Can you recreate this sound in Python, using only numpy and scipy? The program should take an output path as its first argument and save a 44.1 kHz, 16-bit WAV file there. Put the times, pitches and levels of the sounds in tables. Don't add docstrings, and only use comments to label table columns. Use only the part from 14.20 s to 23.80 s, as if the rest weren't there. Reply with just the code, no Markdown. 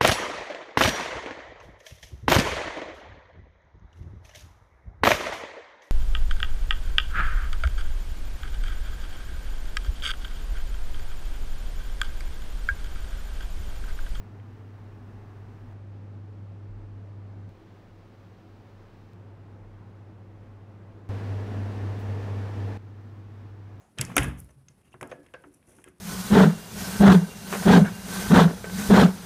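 import sys
import numpy as np
from scipy import signal
from scipy.fft import rfft, irfft
from scipy.io import wavfile

SR = 44100
rng = np.random.default_rng(int(sys.argv[2]) if len(sys.argv) > 2 else 0)


def pcm_store(signal):
    levels = np.round(np.clip(np.atleast_2d(signal), -1, 1) * 32767)
    wavfile.write(sys.argv[1], SR, levels.astype(np.int16).T)


N = 423360

MIC_SPOTS = [0, 1, 1, 1, 2, 0]
# (level [dB], rumble [dB], bass shelf [dB], boom [dB], treble shelf [dB], presence [dB],
#  top shelf [dB], bass cut [Hz], hum level [dB rms])
MICROPHONES = [(-1.5, 15, -0.6, 3, 1.1, -1.5, 2.5, 12, -44.5), (-3.5, -4, 3, 0.5, -1, 0.5, -6, 17, -41.5),
               (-3, 18, -2.5, -1.7, 0.1, 2, 5, 17, -53), (-2.5, 8, -0.2, -0.8, -1.5, -1, -0.5, 18, -47.5),
               (10, -3, -0.55, -1.5, 1.5, 0, -3, 43, -31.5), (-2.5, 6, -0.5, 1, 1, -0.1, 2, 26, -43)]
MOTOR_LEVELS = [-55, -58, -62, -57.5, -48.5, -55]
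BEAT_LEVELS = [-67, -65, -64.5, -72, -42.5, -73]
# (frequency [Hz], level at each of the six microphones [dB rms])
FAINT_TONES = [(28.05, -64, -68, -66, -72, -76, -74), (49.55, -66, -69, -71, -79, -70, -68),
               (91.05, -64, -71, -74, -69, -63, -66), (130.8, -68, -75, -84, -75, -72, -69),
               (192.4, -66, -67, -69, -68, -53, -74), (219.1, -67, -64.5, -66.5, -66, -70, -67),
               (200.06, -74, -74, -80, -80, -58, -76), (243.5, -69, -71, -74, -73, -66, -73),
               (273.5, -82, -79, -84, -79, -55, -79), (288.5, -75, -75, -78, -77, -62, -76)]
# (frequency [Hz], level [dB rms])
ELECTRONIC_WHINES = [(9507, -95), (9781, -96), (12753, -101), (12920, -96), (14556, -102)]
# (frequency [Hz], density [dB per Hz])
GRILLE_SPECTRUM = [(20, -84), (40, -77.5), (80, -76), (140, -75.5), (230, -76), (400, -81.5), (600, -85.5),
                   (1000, -88.5), (1800, -95.5), (3000, -103.6), (5500, -111.5), (8000, -118.9),
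                   (11000, -123.2), (15500, -125.8)]
# (centre [Hz], full width at half lift [Hz], lift at each of the three spots [dB])
ROOM_DUCT_RESONANCES = [(50, 8.1, 7, -1.5, 0), (132.4, 10, 2, 1.5, -10), (131.6, 22, 5.5, -2, -5),
                        (142, 16, -3, -3, 6), (175, 27, 2.5, 2.5, -4.5), (174, 11, -7, 3, -1),
                        (206, 13, -3.5, -4.5, -1.5), (214.2, 8.2, -0.5, 0.5, 9.5), (228, 14, 2.5, -5, 4),
                        (243.4, 19.4, 4, 3, -1.5), (254, 12.3, 1.5, -1.5, -0.5), (260, 16, -1.5, 2.5, 7),
                        (289, 13, -4, -4, 0.5), (302, 16, 1, -1.5, -1), (322.7, 15.5, 6, 7, 1),
                        (325, 5.1, 3, 0.5, -3.5), (343, 12, -1, -2, 0), (357, 7.2, 2.5, 4.5, -1.5),
                        (373, 14, -3, -2, -3), (404, 55, 3, 3, 3), (416, 12, 0.5, 0.5, 2),
                        (458, 57, 2.5, 1.5, 5.5), (458, 12, 0, 0.5, 3), (479, 18, -3.5, -2.5, -4),
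                        (511, 12, 1, -0.5, -4.5), (522, 33, -1.5, 1.5, 5), (561, 30, 1, 5, 1),
                        (575, 18, -3, -2, -6), (592, 10, -1.5, 0.5, 4), (626, 21, 0, -3.5, 3.5),
                        (666, 18, -1.5, 3.5, 3), (825, 220, 1.6, 0.5, 2), (1300, 400, 0.5, 0, -2),
                        (1730, 240, 1.5, 0.2, 3.5), (2760, 380, 0.5, 0.5, 1), (5800, 630, 1.5, 0.6, 1)]
# (time [s], downward jump in the waveform [dB])
MIC_SWITCHES = [(1.5325, -58), (3.2926, -46), (4.9345, -46), (6.891, -36), (8.573, -44)]
# (time [s], gain [dB], rise constant [s], t60 [s])
FLOOR_THUDS = [(2.447, -42.5, .06, 0.75), (5.35, -50.5, .1, 0.7)]
# (frequency [Hz], relative level [dB], share of the thud's t60 [ratio])
FLOOR_SWINGS = [(25, -12, .6), (36.5, 0, 1), (54, -12, 1.6)]
# (frequency [Hz], gain [dB], t60 [s])
TICK_RINGS = [(1400, -49, .007), (1900, -46, .008), (2450, -51, .008), (3100, -54, .014)]
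# (noise gain before the high-pass [dB], rise constant [s], t60 [s], low edge [Hz])
HISS_SWELL = (-62, .006, .22, 8000)

ACROSS_ROOM = 2
HUM_HZ, MOTOR_HZ, BEAT_HZ = 100.03, 114.83, 96.15
BEAT_TOP_S = 7.6597
AIR_FLUTTER_DB, AIR_FLUTTER_HZ = 0.35, 4.8
ROOM_T60_S, ROOM_DB, ROOM_DULL_HZ = .5, -14, 1500
BASS_SHELF_HZ, TREBLE_SHELF_HZ, TOP_SHELF_HZ = 350, 2010, 12400
RUMBLE_HZ, BOOM_HZ, PRESENCE_HZ = 28, 240, 4260
RUMBLE_OCTAVES, BOOM_OCTAVES, PRESENCE_OCTAVES = 0.2, 0.2, 0.82
SWITCH_BLEND_S = .003
TICK_S, TICK_RISE_S = .1992, .0004
HISS_SWELL_S = 7.783
CUTOFF_HZ = 15730


def motor_tones(mic, phases):
    t = np.arange(N) / SR - BEAT_TOP_S
    hum_db = MICROPHONES[mic][-1]
    out = amp(hum_db) * np.cos(2 * np.pi * HUM_HZ * t)
    out -= amp(MOTOR_LEVELS[mic]) * np.sin(2 * np.pi * MOTOR_HZ * t)
    out += amp(BEAT_LEVELS[mic]) * np.cos(2 * np.pi * BEAT_HZ * t)
    for (hz, *levels_db), phase in zip(FAINT_TONES, phases):
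        out += amp(levels_db[mic]) * np.cos(2 * np.pi * hz * t + phase)
    if MIC_SPOTS[mic] == ACROSS_ROOM:
        for hz, db in ELECTRONIC_WHINES:
            out += amp(db) * np.sin(2 * np.pi * hz * t)
    return np.sqrt(2) * out


def grille_air(mic):
    hz = np.maximum(np.arange(N // 2 + 1) * SR / N, 1)
    colour_db = at_hz(GRILLE_SPECTRUM, hz) + response_db(mic, hz)
    for centre_hz, width_hz, *lifts_db in ROOM_DUCT_RESONANCES:
        lift_db = lifts_db[MIC_SPOTS[mic]]
        colour_db += lift_db / (1 + (2 * (hz - centre_hz) / width_hz) ** 2)
    per_hz = np.sqrt(SR / 2)
    spectrum = rfft(rng.standard_normal(N)) * per_hz
    noise = irfft(spectrum * amp(colour_db) * room_echoes(hz), N)
    return noise * amp(AIR_FLUTTER_DB * drift(AIR_FLUTTER_HZ))


def room_echoes(hz):
    tail = rng.standard_normal(N) * amp(-60 * np.arange(N) / SR / ROOM_T60_S)
    echoes = rfft(tail) / np.sqrt(np.sum(tail ** 2))
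    share = amp(ROOM_DB) / np.sqrt(1 + (hz / ROOM_DULL_HZ) ** 2)
    return (1 + share * echoes) / np.sqrt(1 + share ** 2)


def response_db(mic, hz):
    (level_db, rumble_db, bass_db, boom_db, treble_db,
     presence_db, top_db, cut_hz, _) = MICROPHONES[mic]
    shelves_db = bass_db / (1 + (hz / BASS_SHELF_HZ) ** 2)
    shelves_db += treble_db / (1 + (TREBLE_SHELF_HZ / hz) ** 2)
    shelves_db += top_db / (1 + (TOP_SHELF_HZ / hz) ** 12)
    lifts_db = rumble_db * bell(hz, RUMBLE_HZ, RUMBLE_OCTAVES)
    lifts_db += boom_db * bell(hz, BOOM_HZ, BOOM_OCTAVES)
    lifts_db += presence_db * bell(hz, PRESENCE_HZ, PRESENCE_OCTAVES)
    bass_cut_db = 10 * np.log10(1 + (cut_hz / hz) ** 8)
    return level_db + shelves_db + lifts_db - bass_cut_db


def switch_microphones(heard):
    t = np.arange(N) / SR
    out = heard[0]
    for (start, jump_db), following in zip(MIC_SWITCHES, heard[1:]):
        after = np.clip((t - start) / SWITCH_BLEND_S, 0, 1)
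        jump = amp(jump_db) * (t >= start) * (1 - after)
        out = out + after * (following - out) - jump
    return out


def floor_thuds():
    t = np.arange(N) / SR
    out = np.zeros(N)
    for start, db, rise, t60 in FLOOR_THUDS:
        for hz, mode_db, share in FLOOR_SWINGS:
            swing = np.sin(2 * np.pi * hz * (t - start))
            out += amp(db + mode_db) * swell(start, rise, t60 * share) * swing
    return out


def tick():
    t = np.maximum(np.arange(N) / SR - TICK_S, 0)
    rings = np.zeros(N)
    sign = -1
    for hz, db, t60 in TICK_RINGS:
        rings += sign * amp(db - 60 * t / t60) * np.sin(2 * np.pi * hz * t)
        sign = -sign
    return (1 - np.exp(-t / TICK_RISE_S)) * rings


def hiss_swell():
    db, rise, t60, low_hz = HISS_SWELL
    high_pass = signal.butter(2, low_hz, "high", fs=SR, output="sos")
    hiss = signal.sosfilt(high_pass, rng.standard_normal(N))
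    return amp(db) * swell(HISS_SWELL_S, rise, t60) * hiss


def amp(db):
    return 10 ** (np.asarray(db) / 20)


def at_hz(points, hz):
    points_hz, points_db = np.array(points).T
    return np.interp(np.log(hz), np.log(points_hz), points_db)


def bell(hz, centre_hz, octaves):
    return np.exp(-(np.log2(hz / centre_hz) / octaves) ** 2)


def drift(rate_hz):
    step = 100
    pole = np.exp(-2 * np.pi * rate_hz * step / SR)
    coarse = rng.standard_normal(N // step + 1002)
    slow = signal.lfilter([1], [1, -2 * pole, pole * pole], coarse)[1000:]
    return np.interp(np.arange(N) / step, np.arange(len(slow)), slow / slow.std())


def swell(start, rise, t60):
    t = np.maximum(np.arange(N) / SR - start, 0)
    shape = (1 - np.exp(-t / rise)) ** 2 * amp(-60 * t / t60)
    return shape / shape.max()


def scene():
    phases = rng.uniform(0, 2 * np.pi, len(FAINT_TONES))
    heard = [motor_tones(mic, phases) + grille_air(mic) for mic in range(len(MICROPHONES))]
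    mix = switch_microphones(heard) + floor_thuds() + tick() + hiss_swell()
    return mix[None, :]


def record(dry):
    low_pass = signal.ellip(14, .3, 80, CUTOFF_HZ, fs=SR, output="sos")
    return signal.sosfilt(low_pass, dry)


dry = scene()
out = record(dry)
pcm_store(out)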